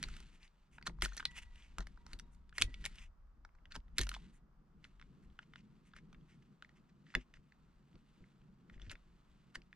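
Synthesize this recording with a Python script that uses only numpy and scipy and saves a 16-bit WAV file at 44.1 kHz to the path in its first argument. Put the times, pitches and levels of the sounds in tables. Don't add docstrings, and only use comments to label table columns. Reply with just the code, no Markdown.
import sys
import numpy as np
from scipy import signal
from scipy.fft import rfft, irfft
from scipy.io import wavfile
from scipy.ndimage import uniform_filter1d

SR = 44100
rng = np.random.default_rng(int(sys.argv[2]) if len(sys.argv) > 2 else 0)


def master(y):
    cut = np.clip(np.atleast_2d(y).T, -1, 1)
    pcm = np.round(cut * 32767)
    wavfile.write(sys.argv[1], SR, pcm.astype(np.int16))


N = 429975

# mode_hz, width_hz, relative_level_db
SHELL_MODES = [(1000, 400, -7), (1380, 350, -15.5), (1540, 250, -0.5), (1894, 560, -3), (2140, 550, -2.5),
               (2980, 1300, 10.5), (3500, 76, -8), (4250, 700, 6), (4500, 150, -2), (5440, 1200, -6),
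               (5900, 580, -4)]


def undb(db):
    return 10 ** (np.asarray(db) / 20)


def level(x, db):
    return x * undb(db) / np.sqrt(np.mean(x ** 2))


def peak(x, db):
    return x * undb(db) / abs(x).max()


def curve(table):
    s, *columns = np.transpose(table)
    return [np.interp(np.arange(N) / SR, s, column) for column in columns]


def along(table):
    hz, value = np.transpose(table)
    bins_hz = np.arange(N // 2 + 1) * SR / N
    return np.interp(np.log(bins_hz + 1), np.log(hz + 1), value)


def colour(x, table):
    return irfft(rfft(x) * undb(along(table)), N)


def mode(x, hz, t60):
    pole = np.exp(2j * np.pi * hz / SR - np.log(1000) / (max(t60, 1e-3) * SR))
    return signal.lfilter([1], [1, -pole], x).imag


def band(x, lo_hz, hi_hz):
    return signal.sosfilt(signal.butter(2, [lo_hz, hi_hz], "band", fs=SR, output="sos"), x)


def walk(rate):
    hold = int(SR / rate)
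    steps = np.repeat(rng.standard_normal(N // hold + 1), hold)
    smooth = uniform_filter1d(uniform_filter1d(steps, hold), hold)[:N]
    return smooth / smooth.std()


def add(out, x, s):
    i = int(s * SR)
    out[i:i + len(x)] += x[:N - i]


def port_pair(shape, own_db):
    common = shape(rng.standard_normal(N))
    own = np.array([shape(rng.standard_normal(N)) for _ in range(2)])
    return common + undb(own_db) * own


def cabin():
    # time_s, rumble_level_db, boom_level_db
    sway = [(0.0, -49.5, -59.5), (0.57, -70.5, -80.5), (0.97, -53, -62.5), (1.63, -59.5, -74),
            (2.01, -57, -68), (2.58, -58, -73), (2.82, -53.5, -64), (3.26, -63.5, -79),
            (4.04, -53.5, -68.5), (4.24, -58.5, -62.5), (4.56, -69, -75), (5.19, -61.5, -64),
            (5.54, -74, -67), (6.16, -63, -64.5), (6.54, -76.5, -68.5), (7.82, -70.5, -69),
            (8.74, -73, -64), (8.96, -61, -67.5), (9.42, -73, -71.5), (9.75, -76, -68)]
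    # (per Hz, relative)
    boom_colour = [(41, -43.5), (70, -16), (107, -14.5), (126, -2), (150, 0.5), (214, -3), (265, -11.5),
                   (337, -14), (500, -24), (650, -54.5), (1100, -120)]
    # (per Hz, relative)
    hiss_colour = [(210, -30), (350, -4), (404, -9), (581, -5.5), (906, -4.5), (1260, -2.5), (2310, -19),
                   (4030, -26), (4870, -23), (10100, -38.5), (15500, -35.5)]
    rumble_db, boom_db = curve(sway)

    surge_db = 2.5 * walk(12)
    rumble = level(port_pair(lambda x: band(band(x, 17, 65), 5.3, 59), -13.0), 0)
    rumble = undb(rumble_db + surge_db) * rumble

    flicker_db = 2.6 * walk(19)
    boom = level(port_pair(lambda x: colour(x, boom_colour), -9), 0)
    boom = undb(boom_db + flicker_db) * boom

    hiss_drift_db = 1.0 * walk(12)
    hiss = level(port_pair(lambda x: colour(x, hiss_colour), 2.0), -80)
    return rumble + boom + undb(hiss_drift_db) * hiss


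def thumps(push_s=0.0098, apart=.35):
    # start_s, seat_peak_db, t60_s, stalk_relative_db
    pushes = [(0.047, -39.5, 0.23, -16.5), (0.875, -47, 0.13, 1.5), (1.021, -32, 0.49, -10.5),
              (1.778, -36.5, 0.27, -4), (2.128, -47.5, 0.37, -6), (2.601, -38, 0.21, -13.5),
              (2.628, -33.5, 0.47, -18), (2.67, -43, 0.35, -6.5), (3.757, -42, 0.18, -10),
              (3.987, -30.5, 0.5, -6.5), (7.15, -38, 0.14, 1), (7.94, -59.5, 0.2, 7),
              (8.201, -60, 0.22, 8.5), (8.71, -54, 0.3, -8), (8.757, -46.5, 0.45, -14),
              (8.81, -47, 0.3, -11), (8.867, -44, 0.48, -16.5), (8.919, -50.5, 0.18, -5),
              (9.563, -52, 0.41, -0.5)]
    # mode_hz, level_db, decay_share (of the push's t60)
    seat_modes = [(45.7, -2, 0.96), (58.2, -8, 0.077), (88.8, -10, 0.27)]
    # mode_hz, level_db, t60_s
    stalk_modes = [(120, -5, .09), (175, 0, .08), (250, -1, .07), (340, -3, .05), (480, -12, .04)]
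    out = np.zeros((2, N))
    t = np.arange(SR // 2) / SR
    chance = rng.standard_normal((len(pushes), 2, len(t)))
    for (s, db, t60, stalk_db), noise in zip(pushes, chance):
        swell = t / push_s * np.exp(-t / push_s)
        push = swell * (noise[0] + apart * noise[1] * np.array([[1], [-1]]))
        seat_push = push.mean(0) + 0.37 * push
        seat = sum(undb(m_db) * mode(seat_push, f, t60 * share) for f, m_db, share in seat_modes)
        stalk = sum(undb(m_db) * mode(push, f, ring) for f, m_db, ring in stalk_modes)
        both = peak(seat, db) + peak(stalk, db + stalk_db)
        add(out.T, both.T, s)
    return out


def shell(x, hz, spread, chance):
    out = 0
    for (f, width, m_db), c in zip(SHELL_MODES, chance):
        octaves = np.log2(f / hz)
        near = np.exp(-(octaves / spread) ** 2)
        answer = .2 * np.exp(-((octaves - .8) / spread) ** 2)
        ring = mode(x, f, 2.2 / width) * np.sqrt(width)
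        out = out + (near + answer) * undb(m_db + 2 * c) * ring
    floor_hz = min(hz, 2500)
    return level(band(band(out, .6 * floor_hz, 6500), .55 * floor_hz, 7000), 0)


def bright(x, apart=0.58):
    both = x[0] + apart * x[1] * np.array([[1], [-1]])
    return band(band(both, 5500, 10300), 4500, 12000)


def slips(grains_per_s=7000, scatter_db=2.0):
    happens = rng.random((2, N)) < grains_per_s / SR
    size = rng.standard_normal((2, N))
    extra_db = scatter_db * np.minimum(rng.exponential(size=N), 3)
    patches_db = 1.4 * walk(77)
    return happens * size * undb(extra_db) * undb(patches_db)


def rubbing():
    # time_s, level_db
    slow_slide = [(0.0, -69), (0.16, -62), (0.46, -90), (0.51, -85.5), (0.97, -88), (1.08, -66),
                  (1.25, -73), (1.57, -78.5), (1.87, -80.5), (2.55, -92), (2.71, -71), (2.95, -70.5),
                  (3.09, -104), (4.0, -94), (4.13, -68), (4.37, -84.5), (4.45, -108), (4.75, -93),
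                  (4.86, -84.5), (7.6, -87), (8.2, -80.5), (8.5, -87.5), (9.35, -81.5), (9.75, -87)]
    # (per Hz, relative)
    weave_colour = [(400, -23.5), (1000, -9), (1500, -4), (2800, -3), (4600, -8), (6500, -15), (9000, -28),
                    (15400, -60.5)]
    # start_s, length_s, level_db, treble_relative_db, pitch_hz
    scrapes = [(0.035, 0.085, -69, -25, 1760), (0.297, 0.11, -75.5, -13, 2420),
               (0.383, 0.12, -65.5, -16, 2320), (0.692, 0.12, -74.5, -7, 2900),
               (0.849, 0.041, -47.5, -17, 1560), (1.005, 0.072, -44, -4.5, 2110),
               (1.07, 0.022, -63, -13, 3300), (1.17, 0.052, -59, -6, 1760), (1.304, 0.02, -62.5, -12, 2900),
               (1.333, 0.088, -53.5, -13, 2900), (1.408, 0.04, -61.5, -11, 2900),
               (1.498, 0.25, -70.5, -18, 2900), (1.788, 0.067, -63, -32, 1080),
               (2.026, 0.18, -68.5, -14, 1200), (2.302, 0.074, -87.5, 7, 1650),
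               (2.524, 0.098, -62, -8, 2900), (2.58, 0.051, -50, -11, 3000), (2.61, 0.019, -62, 0, 3420),
               (2.836, 0.041, -50, -9, 2900), (2.855, 0.025, -53, -24, 2160),
               (2.921, 0.19, -64.5, -15, 2600), (3.698, 0.042, -58.5, -30, 1650),
               (3.729, 0.053, -54, -18.5, 1510), (3.942, 0.083, -64, -12, 3550),
               (3.984, 0.087, -54.5, -8, 2900), (4.09, 0.097, -63, -13, 1100),
               (4.307, 0.094, -84.5, 4.5, 1984), (4.807, 0.1, -74.5, -17.5, 1910),
               (5.204, 0.072, -79, -10, 1660), (5.399, 0.051, -73.5, -30.5, 1850),
               (5.547, 0.083, -73, -25.5, 2600), (5.838, 0.072, -76, -8, 2200),
               (5.934, 0.081, -66.5, -26.5, 2210), (6.26, 0.12, -76, -18, 2190),
               (6.413, 0.026, -76.5, -23, 2100), (6.73, 0.078, -78, -20.5, 2590),
               (6.885, 0.024, -75.5, -28, 1950), (7.032, 0.15, -73, -27.5, 1900),
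               (7.153, 0.1, -68.5, -28.5, 2900), (7.33, 0.06, -73, -25, 1850),
               (8.713, 0.07, -74.5, -33, 3300), (8.776, 0.14, -70, -32.5, 1850),
               (8.884, 0.066, -56, -22, 2900), (9.538, 0.037, -53.5, -16, 1590)]
    grains = slips()
    weave = level(colour(grains[0], weave_colour), 0)
    hiss = level(bright(grains), 0)
    out = undb(curve(slow_slide)[0]) * (weave + undb(-15) * hiss)

    chance = rng.standard_normal((len(scrapes), len(SHELL_MODES)))
    for (s, length, db, treble_db, hz), w in zip(scrapes, chance):
        part = slice(int(s * SR), int((s + length) * SR))
        swell = np.hanning(part.stop - part.start) ** 1.6
        body = .8 * weave[part] + .6 * shell(grains[0, part], hz, .3, w)
        out[:, part] += swell * undb(db) * (body + undb(treble_db) * hiss[:, part])
    return out


def ejector_spring():
    # start_s, low_mode_db, middle_mode_db, high_mode_db
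    spring_blows = [(0.778, -77, -80, -95), (1.251, -72.5, -59, -74), (1.974, -74.5, -84, -94),
                    (2.197, -76, -90, -81), (2.64, -80, -64.5, -80), (3.983, -82, -68, -86)]
    # mode_hz, t60_s
    spring_modes = [(940, 1.6), (1949, .8), (3800, .35)]
    out, blow = np.zeros(N), signal.unit_impulse(SR)
    for s, *dbs in spring_blows:
        for db, (f, t60) in zip(dbs, spring_modes):
            beating = mode(blow, f, t60) + 0.74 * mode(blow, f + 22, t60)
            add(out, undb(db) * beating, s)
    return out


def steel_plate():
    # start_s, level_db
    plate_blows = [(.866, -43), (1.047, -38.5), (1.09, -54.5), (1.133, -55.5), (1.175, -44), (1.805, -55.5),
                   (4.013, -36.5)]
    # mode_hz, relative_level_db (before the chance of each blow), t60_s
    plate_modes = [(1820, -1, .06), (3300, -12, .06), (4200, -4, .04), (5080, -16, .04), (6290, -1, .045)]
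    out, blow = np.zeros(N), signal.unit_impulse(SR)
    chance = rng.standard_normal((len(plate_blows), len(plate_modes)))
    for (s, db), w in zip(plate_blows, chance):
        for (f, m_db, t60), c in zip(plate_modes, w):
            add(out, undb(db + m_db + 1.9 * c) * mode(blow, f, t60), s)
    return out


def contacts():
    # start_s, body_peak_db, strongest_pitch_hz, treble_relative_db
    listed = [(0.028, -28, 3780, -3), (0.038, -27, 2500, -20), (0.0429, -53, 1030, -17),
              (0.085, -43, 1470, -12.5), (0.139, -47, 2720, -15), (0.165, -47, 1710, -8),
              (0.2026, -49.5, 1380, -4), (0.429, -54, 2360, -17), (0.478, -54.5, 2500, -15),
              (0.7824, -44, 1450, -61), (0.8127, -53, 1350, -27), (0.826, -43.5, 2370, -21),
              (0.8678, -30.5, 1400, -18), (0.8711, -27.5, 4230, -7), (0.876, -31.5, 1410, -16),
              (0.8949, -48, 1030, -32), (0.9865, -54.5, 990, -36), (1.0104, -48, 3640, -21),
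              (1.0213, -20, 1760, -7), (1.0499, -26.5, 4250, -10), (1.0582, -29, 1420, -17),
              (1.121, -47.5, 1530, -29), (1.1468, -51, 1360, -7), (1.1666, -42.5, 1590, 2.5),
              (1.1778, -34.5, 6140, -13), (1.1974, -36, 1350, -22), (1.203, -33.5, 1700, -35),
              (1.226, -42.5, 1490, -29), (1.2529, -20.5, 4000, -17), (1.386, -40, 2900, -9.5),
              (1.5573, -52.5, 2970, -11), (1.6226, -52, 2930, -35), (1.7834, -30, 1350, -11),
              (1.7915, -45, 690, -30), (1.8051, -40.5, 890, -12), (1.8693, -41.5, 1200, -11),
              (1.974, -51.5, 890, -29), (2.0649, -46.5, 1300, -9), (2.1317, -37, 4450, -12.5),
              (2.189, -48, 4500, -8), (2.1966, -40.5, 5380, -8.5), (2.347, -66.5, 4980, -2.5),
              (2.493, -55, 4000, -12), (2.5259, -49.5, 1590, -38), (2.5807, -25, 2180, -8.5),
              (2.6141, -22, 3270, -4), (2.6206, -12.5, 3950, -8), (2.7411, -39, 2800, -21),
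              (2.809, -59, 3500, -5), (2.8414, -37.5, 1550, -21), (2.8528, -28, 2460, -5.5),
              (2.8605, -25.5, 2250, -7), (2.956, -51.5, 2630, -7), (2.9836, -42.5, 3140, -36.5),
              (3.449, -45.5, 1360, -21), (3.49, -62.5, 1350, -34), (3.5504, -60, 1330, -23),
              (3.586, -65, 1300, -33), (3.655, -47.5, 1750, -30), (3.72, -41.5, 3810, -20),
              (3.753, -37.5, 1420, -13.5), (3.7613, -36, 940, -8.5), (3.802, -64, 3000, -18),
              (3.8813, -62.5, 1750, -25.5), (3.9828, -19, 4950, -4), (3.9891, -27, 2300, -6),
              (4.0055, -28.5, 4060, -30), (4.0127, -26.5, 4070, -5), (4.033, -36.5, 6140, -5),
              (4.0681, -40, 1550, -9), (4.0913, -30, 4230, -2), (4.115, -35, 1670, -25),
              (4.14, -37, 1680, -13), (4.1474, -38, 3580, -32), (4.1641, -43, 1040, -27),
              (4.8421, -45, 2734, -20), (4.8499, -45.5, 1860, -21.5), (4.9971, -49.5, 1875, -25.5),
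              (5.0137, -47.5, 1810, -31.5), (5.0245, -49, 1910, -37), (5.3898, -39.5, 1610, -34.5),
              (5.428, -55.5, 1730, -32.5), (5.5356, -45.5, 1830, -34), (5.5578, -41, 1760, -29),
              (5.6061, -64.5, 2500, -30), (5.935, -49.5, 1570, -42), (5.9636, -44.5, 1850, -14),
              (5.985, -53, 2110, -25), (6.1283, -51.5, 1600, -15), (6.1454, -53, 1918, -35),
              (6.6233, -41.5, 1610, -23), (6.6467, -48, 1980, -27), (6.6916, -57.5, 1850, -23.5),
              (7.065, -56.5, 1950, -35), (7.1021, -53, 2020, -23.5), (7.1401, -43, 1530, -36),
              (7.1506, -16.5, 2015, -20.5), (7.339, -47, 1720, -19), (7.37, -56.5, 1990, -34),
              (7.5213, -54.5, 2156, -25.5), (7.9545, -60, 2583, -32.5), (8.2402, -57.5, 1940, -37.5),
              (8.6973, -47, 1939, -33.5), (8.74, -57.5, 1900, -35), (8.778, -60, 1900, -38),
              (8.7975, -52, 1790, -27), (8.8171, -46.5, 3530, -32), (8.865, -57, 1900, -37),
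              (8.8965, -40, 3100, -31), (8.9087, -42, 1790, -16), (8.9137, -37.5, 2040, -8),
              (8.9245, -50, 1630, -34), (8.953, -44.5, 2040, -38), (9.5544, -34, 1885, -15),
              (9.6184, -52.5, 2650, -31), (9.7285, -44, 1906, -40)]
    when, size = rng.random((10, 2)).T
    # -69 to -64 dB, 1700 Hz, treble 36 dB down
    strays = [(s * (N - 1) / SR, -69 + 5 * c, 1700, -36) for s, c in zip(when, size)]
    return listed + strays


def dull_knock(x):
    modes = [(800, 1.5, .025), (620, 1.5, .03), (400, 1, .035), (270, .7, .04)]  # Hz, gain, t60 s
    rings = sum(gain * mode(x, f, t60) for f, gain, t60 in modes)
    return band(band(rings, 200, 1000), 150, 1100)


def clicks(spread=0.14, crack_db=5.5):
    out, t, hits = np.zeros((2, N)), np.arange(SR // 12) / SR, contacts()
    noises = rng.standard_normal((len(hits), 2, len(t)))
    chance = rng.standard_normal((len(hits), len(SHELL_MODES) + 1))
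    for (s, db, hz, treble_db), noise, w in zip(hits, noises, chance):
        t60 = max(.012 * np.exp(.25 * w[-1]), .002)
        attack = np.minimum(t / (0.058 * t60), 1)
        rattle = noise * np.exp(-np.log(1000) * t / t60) * attack

        crack = band(band(rattle[0], 1300, 5500), 1000, 6500)
        crack = level(crack, crack_db + .6 * treble_db)
        body = shell(rattle[0], hz, spread, w) + crack

        knock_db = -16 - 0.1527 * (db + 40) - 5 * np.log2(hz / 1500) + 0.34 * treble_db
        knock = peak(dull_knock(rattle[0]), db + knock_db)
        treble = peak(bright(rattle), db + treble_db)
        add(out.T, (peak(body, db) + treble + knock).T, s)
    return out


def cabin_tail(dry, t60_s=0.084, wet_db=-14.5):
    t = np.arange(SR // 4) / SR
    tails = band(rng.standard_normal((2, len(t))), 210, 14000) * np.exp(-np.log(1000) * t / t60_s)
    tails = level(tails, wet_db) / np.sqrt(len(t))
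    return signal.fftconvolve(dry, tails, axes=1)[:, :N]


def scene():
    buckle = clicks() + steel_plate() + ejector_spring() + rubbing()
    return buckle + cabin_tail(buckle) + thumps() + cabin()


def record(dry):
    # pitch_hz, left_minus_right_db
    balance = [(40, 1.6), (90, 0), (300, .7), (700, -.7), (1400, .1), (2800, 1.1), (5600, -.8), (9000, -4),
               (13000, -6.5)]
    # pitch_hz, left_lead_radians
    phase = [(0, 0), (60, 0), (200, -.4), (700, -.45), (1640, -.6), (4400, -1.1), (7000, -1.4),
             (10000, -1.6), (15500, -1.8)]
    tilt = undb(along(balance) / 2) * np.exp(.5j * along(phase))
    ports = irfft(rfft(dry) * np.array([tilt, 1 / tilt]), N)
    return signal.sosfilt(signal.ellip(8, .2, 70, 15400, fs=SR, output="sos"), ports)


dry = scene()
out = record(dry)
master(out)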